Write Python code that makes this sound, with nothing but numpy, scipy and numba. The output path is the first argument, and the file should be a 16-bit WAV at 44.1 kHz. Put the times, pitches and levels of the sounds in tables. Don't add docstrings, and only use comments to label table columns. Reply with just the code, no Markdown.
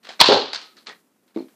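import sys
import numpy as np
from scipy import signal
from scipy.fft import rfft, irfft, next_fast_len
from scipy.io import wavfile
from scipy.ndimage import uniform_filter1d
from numba import njit

SR = 44100
rng = np.random.default_rng(int(sys.argv[2]) if len(sys.argv) > 2 else 0)


def transcribe(u):
    v = np.clip(np.atleast_2d(u).T, -1, 1)
    q = np.round(v * 32767).astype(np.int16)
    wavfile.write(sys.argv[1], SR, q)


def volts(x):
    e = np.asarray(x, float) / 20
    return 10 ** e


N = 68355
TAIL = 24000
NEAR_DECAY = 0.63

# [f/Hz, level/dB]
HISS = [(30, -46.5), (135, -21), (210, -6), (674, -18.5), (728, -18.5), (3190, -28), (14800, -27.5),
        (16000, -69)]
# [t/s, level/dB, contact/ms, tilt/(dB/octave), room/dB]
HANDLING = [(.0293, -51.5, 5.9, 1.5, -4.5), (.04, -52, 6.2, -4.5, -13), (.047, -41.5, 4.66, 1, -13.5),
            (.051, -36.5, 4, -2, -12.5), (.069, -35, 5, -2.5, -12), (.0892, -31, 8.1, -1, -7),
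            (.104, -53, 4, -13, -12), (.116, -39, 5, 1, -9), (.13, -41, 4, -1.5, -10),
            (.193, -26.5, 6, -3.5, 0), (.755, -62.5, 2.66, -6.5, 4.5), (.856, -54, 2, -4, -25),
            (.861, -45.5, 6.3, 0, -0.5), (.8688, -31, 5.6, -0.5, -15.5), (.8755, -37.5, 7.7, -2, -13),
            (.884, -33, 4.9, -4, -22), (.891, -39, 5.8, 5.5, -16), (.897, -31, 2.5, -5, -15),
            (.906, -36.5, 2.1, -2, -14.5), (.911, -49, 6.6, 1.5, -15.5), (.922, -51, 2.65, -2, -23),
            (1.03, -66, 4, -10, -32.5), (1.278, -55.5, 7.8, 1, -8), (1.295, -58, 5.3, -5, -8),
            (1.343, -54.5, 8.7, -3, -0.5), (1.3608, -45.5, 2.3, -0.5, -11), (1.373, -50, 3, 5.5, -25),
            (1.377, -52, 2, -10, -8), (1.384, -49, 4.4, 5, -10), (1.3957, -55, 4.5, -2, -10),
            (1.411, -54.5, 4.5, 2, -7), (1.426, -59.5, 3, 5, -12), (1.483, -49.5, 4.8, -4, -13)]
# [t/s, level/dB, contact/ms, tilt/(dB/octave), room/dB]
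SHOT_HITS = [(.2005, -9, 3, 2, -12.5), (.2035, -1.5, 3.6, 0.5, -9), (.2075, -6, 3, 0, -16),
             (.2106, 6, 7, -1, -17.5), (.2165, 7.5, 3.8, -4, -19.5), (.236, -8, 5, 0, -8),
             (.246, -9, 3, 1, -10), (.257, -4.5, 9, -0.5, -7), (.266, -5.5, 2, -1.5, -13.5),
             (.273, -11, 4, -1, -14), (.284, -7.5, 5.6, 1, -8), (.298, -6.5, 4, -3.5, -7),
             (.319, -5.5, 5.3, -1, -6.5), (.334, -8.5, 6, 0, -8.5)]
# [f/Hz, level/dB]
PLASTIC_COLOUR = [(88, -60), (150, -30), (443, -12), (711, -12.5), (1610, -7.5), (2790, -9), (4160, -7.5),
                  (8070, -25.5), (14000, -62)]
# [f/Hz, level/dB]
BODY_COLOUR = [(180, -26), (650, -17), (960, -8), (2100, -13.5), (3400, -4), (4400, -2.5), (6300, -21),
               (13000, -49)]
# [t/s, level/dB, contact/ms, room/dB]
DART_HITS = [
    (.2876, 7, 2.2, -10.5),
    (.2945, 2, 0.74, -7),
    (.2995, 2, 0.92, -5),
    (.3115, 3, 1.64, -14),
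    (.319, 6, 0.37, -10),
    (.3245, 5, 0.68, -12),
    (.3285, 6.5, 1.04, -9),
    (.3375, -1.5, 0.51, -10),
    (.3445, 7, 0.8, -9),
    (.36, -0.5, 0.9, -7.5),
]
# [f/Hz, level/dB, t60/s]
BOX_MODES = [(124.4, -6.5, 0.063), (223.3, -12.5, 0.024), (290, -4.5, 0.049), (426, 4.5, 0.034),
             (528.5, 11.5, 0.014), (644, -4, 0.019), (762, 2, 0.02), (904, 0, 0.0067), (1297, -8, 0.03),
             (1550, -8, 0.031)]
# [t/s, level/dB, contact/ms, room/dB]
FRAME_KNOCKS = [
    (1.3612, -13.5, 1.26, -20.5),
    (1.3708, -14, 0.97, -24),
    (1.3794, -24, 1.216, -28),
    (1.3887, -22.5, 0.66, -27.5),
    (1.4037, -20.5, 0.71, -20.5),
    (1.4228, -28, 0.91, -33),
    (1.442, -33.5, 1, -12),
]
# [f/Hz, level/dB, t60/s]
FRAME_MODES = [(170, -27.5, 0.044), (231, -12, 0.056), (274, 4, 0.057), (323.5, 6.5, 0.04),
               (390.6, -7, 0.025), (606, -16, 0.057), (846, -13.5, 0.025)]
# [f/Hz, level/dB, t60/s]
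RING_MODES = [
    (1284, -40.5, 1.7),
    (1263, -45, 1.5),
    (926, -6, 0.18),
    (987, -7, 0.13),
]
# [f/Hz, level/dB, t60/s, room/dB]
TINK_MODES = [(1890, -38.5, 0.032, -30), (2700, -42.5, .015, -19), (690, -33, .04, -7.5),
              (5050, -34, 0.025, -14), (847, -10, .06, -6), (1800, -49, 0.039, -7.5),
              (1243, -49.5, 0.084, -16.5), (4340, -21, 0.01, -30), (1276, -30.5, 0.027, -7),
              (1900, -26.5, 0.021, -5), (1650, -40.5, 0.014, -11.5), (2253, -39.5, 0.0181, -10.5),
              (1110, -62, 0.0094, -12), (1068, -23.5, 0.0073, -8), (2134, -39, 0.016, -19),
              (2360, -42, 0.019, -7), (4200, -38, 0.016, -13), (2254, -46, .015, -12),
              (2293, -48, .015, -3), (284, -16.5, .04, -14), (3240, -5, 0.033, -11.5),
              (912, -19.5, 0.013, -8.5), (3300, -27.5, .012, -21.5), (3750, -42, 0.011, -21.5),
              (415, -13, 0.21, -30.5), (960, -5, .04, -12.5), (980, -4, .06, -16), (3400, -34, 0.032, -12),
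              (1280, -36, .02, -13.5), (4880, -19.5, 0.019, -5.5), (8300, -13, .025, -30),
              (2200, -8, .03, -12), (760, -35, .04, -10)]
TINK_TIMES = (.0505, .051, .0905, .0905, .236, .769, .775, .8697, .8697, .897, .911, 1.3605, 1.3605, 1.374,
              1.376, 1.389, 1.396, 1.4, 1.41, .2108, .213, .533, .0905, 1.3608, .345, .244, .256, .891, .88,
              .5325, .213, .204, .103)
# [t/s, level/dB, contact/ms, tilt/(dB/octave), room/dB]
FLOOR_BOUNCES = [
    (.5318, -17.5, 5.1, 0, -10),
    (.545, -24, 6.3, -1, -17),
    (.557, -26, 4.7, -2, -17),
    (.574, -34.5, 4, 0.5, -15),
    (.615, -33, 4, -0.5, -11),
    (.7677, -42, 4, 0, -10),
]
# [f/Hz, level/dB]
TIP_COLOUR = [(150, -49), (300, -18), (800, -11.5), (1600, -8), (2800, -8.5), (4400, -2.5), (6000, -13.5),
              (8500, -26.5), (14000, -45.5)]


def unit(x):
    return x / np.sqrt(np.mean(x ** 2))


def filtered(x, order, hz, kind="low"):
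    return signal.sosfilt(signal.butter(order, hz, kind, fs=SR, output="sos"), x)


def colour(x, table, tilt_db=0.):
    size = next_fast_len(len(x) + 4096)
    log_hz = np.log(np.maximum(np.arange(size // 2 + 1) * SR / size, 10))
    hz, level_db = np.array(table, float).T
    db = np.interp(log_hz, np.log(hz), level_db) + tilt_db * (log_hz - np.log(2000)) / np.log(2)
    cepstrum = irfft(db * np.log(10) / 20, size)
    cepstrum[1:size // 2] *= 2
    cepstrum[size // 2 + 1:] = 0
    response = np.exp(rfft(cepstrum))
    response = unit(np.abs(response)) * np.exp(1j * np.angle(response))
    return irfft(rfft(x, size) * response, size)[:len(x)]


def modes(table, t):
    return sum(volts(db) * np.sin(2 * np.pi * hz * t) * volts(-60 * t / t60) for hz, db, t60 in table)


def add(out, x, s):
    i = int(s * SR)
    out[i:i + len(x)] += x[:N - i]


def room(share=1.):
    build_s, hold_s = 0.0035, 0.015
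    t60_s = 0.32, 0.31, 0.26
    t = np.arange(TAIL) / SR
    clumps_db = 3 * unit(uniform_filter1d(rng.standard_normal(TAIL), size=90))
    echoes = rng.standard_normal(TAIL) * volts(clumps_db)
    below_1k = filtered(echoes, 2, 1000)
    below_5k5 = filtered(echoes, 2, 5500)
    bands = below_1k, below_5k5 - below_1k, echoes - below_5k5
    late = np.maximum(t - hold_s, 0) / share
    fading = sum(band * volts(-60 * late / t60) for band, t60 in zip(bands, t60_s))
    return fading * (1 - np.exp(-(t / build_s) ** 2))


def clicks(table, spectrum, share=1.):
    rise_s, bright_db = 0.00042, -3.5
    out, t = np.zeros(N), np.arange(TAIL) / SR
    for s, db, ms, tilt_db, room_db in table:
        shape = (1 - np.exp(-t / rise_s)) * np.exp(-(t * 1000 / ms) ** 2)
        burst = rng.standard_normal(TAIL) * shape
        burst = burst + volts(bright_db) * filtered(burst, 2, 8000, "high")
        in_room = burst + volts(room_db) * room(share)
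        add(out, volts(db) * colour(in_room, spectrum, tilt_db), s)
    return out


def thuds(table, body, build_s, share=1.):
    t = np.arange(6000) / SR
    out, ring = np.zeros(N), modes(body, t) * (1 - np.exp(-t / build_s))
    for s, db, ms, room_db in table:
        push = np.sin(np.pi * np.clip(np.arange(200) / SR * 1000 / ms, 0, 1)) ** 2
        blow = np.convolve(ring, np.diff(push))
        blow = blow / np.abs(blow).max()
        wet = 0.057 * signal.fftconvolve(blow, room(share))
        add(out, volts(db) * (np.pad(blow, (0, TAIL - 1)) + volts(room_db) * wet), s)
    return out


def hiss():
    return volts(-61) * unit(colour(rng.standard_normal(N), HISS))


def handling():
    return clicks(HANDLING, PLASTIC_COLOUR, NEAR_DECAY)


def frame_knocks():
    return thuds(FRAME_KNOCKS, FRAME_MODES, 0.0022, 0.59)


def floor_bounces():
    return clicks(FLOOR_BOUNCES, TIP_COLOUR)


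def tinks():
    out, t = np.zeros(N), np.arange(6000) / SR
    for s, (hz, db, t60, room_db) in zip(TINK_TIMES, TINK_MODES):
        ring = modes([(hz, db, t60)], t) * (1 - np.exp(-t / 0.00033))
        wet = 0.039 * signal.fftconvolve(ring, room(NEAR_DECAY))
        add(out, np.pad(ring, (0, TAIL - 1)) + volts(room_db) * wet, s)
    return out


def box_thuds():
    return thuds(DART_HITS, BOX_MODES, 0.00054, 0.82)


def rings():
    slap_s, damped_s = .2108, 0.733
    out, t = np.zeros(N), np.arange(N) / SR
    waver = volts(1.8 * unit(uniform_filter1d(rng.standard_normal(N), size=500)))
    add(out, modes(RING_MODES, t) * waver, slap_s)
    return out * volts(-600 * np.maximum(t - damped_s, 0))


def shot():
    return clicks(SHOT_HITS, BODY_COLOUR, 1.344)


def scene():
    quiet = handling() + frame_knocks() + floor_bounces() + tinks()
    return (quiet + box_thuds() + rings() + shot())[None]


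@njit
def follow(x, attack, release):
    e, out = 1e-6, np.empty(len(x))
    for i in range(len(x)):
        a = abs(x[i])
        e += (a - e) * (attack if a > e else release)
        out[i] = e
    return out


def microphone(x):
    peak_hz, width_hz, peak_db, low_hz = 4240, 520, -7.5, 157
    x = x + volts(peak_db) * signal.lfilter(*signal.iirpeak(peak_hz, peak_hz / width_hz, fs=SR), x)
    return filtered(x, 3, low_hz, "high")


def gain_control(x):
    top_db, ratio, attack_s, release_s = -11.5, 3.6, 0.01, 0.19
    level = follow(x, 1 / (attack_s * SR), 1 / (release_s * SR))
    return x * np.minimum(volts(top_db) / level, 1) ** (1 - 1 / ratio)


def soft_gate(x):
    at_db, depth_db, soft_db, treble_hz, treble_db = -55, -7, 4, 2500, -6
    attack_s, release_s = 0.000979, .036
    loud_db = 20 * np.log10(follow(x, 1 / (attack_s * SR), 1 / (release_s * SR)))
    shut = (1 - np.tanh((loud_db - at_db) / soft_db)) / 2
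    dull = filtered(x, 1, treble_hz)
    return volts(depth_db * shut) * (dull + volts(treble_db * shut) * (x - dull))


def mask(x):
    mask_hz, mask_db, jump_db, loud_enough_db = 7900, -25, 5, -31
    hz, _, z = signal.stft(x, SR, nperseg=2048, noverlap=1792)
    power = np.abs(z) ** 2
    presence = power[(hz > 2000) & (hz < 6000)]
    loud = presence.sum(axis=0)
    attack = (loud > volts(2 * jump_db) * np.roll(loud, 5)) & (loud > volts(2 * loud_enough_db))
    uneven_db = 3 * np.repeat(rng.standard_normal(len(hz) // 12 + 1), 12)[:len(hz), None]
    weak = power < volts(2 * (mask_db + uneven_db)) * presence.mean(axis=0)
    hidden = weak & (hz > mask_hz)[:, None] & ~attack
    return signal.istft(z * ~hidden, SR, nperseg=2048, noverlap=1792)[1][:N]


def top_cut(x):
    return signal.sosfilt(signal.butter(12, 14900, fs=SR, output="sos"), x)


def record(dry):
    x = microphone(dry[0]) / 1.317 + hiss()
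    x = soft_gate(gain_control(x))
    mix = mask(np.clip(x, -1, 1))[None]
    return top_cut(mix)


dry = scene()
out = record(dry)
transcribe(out)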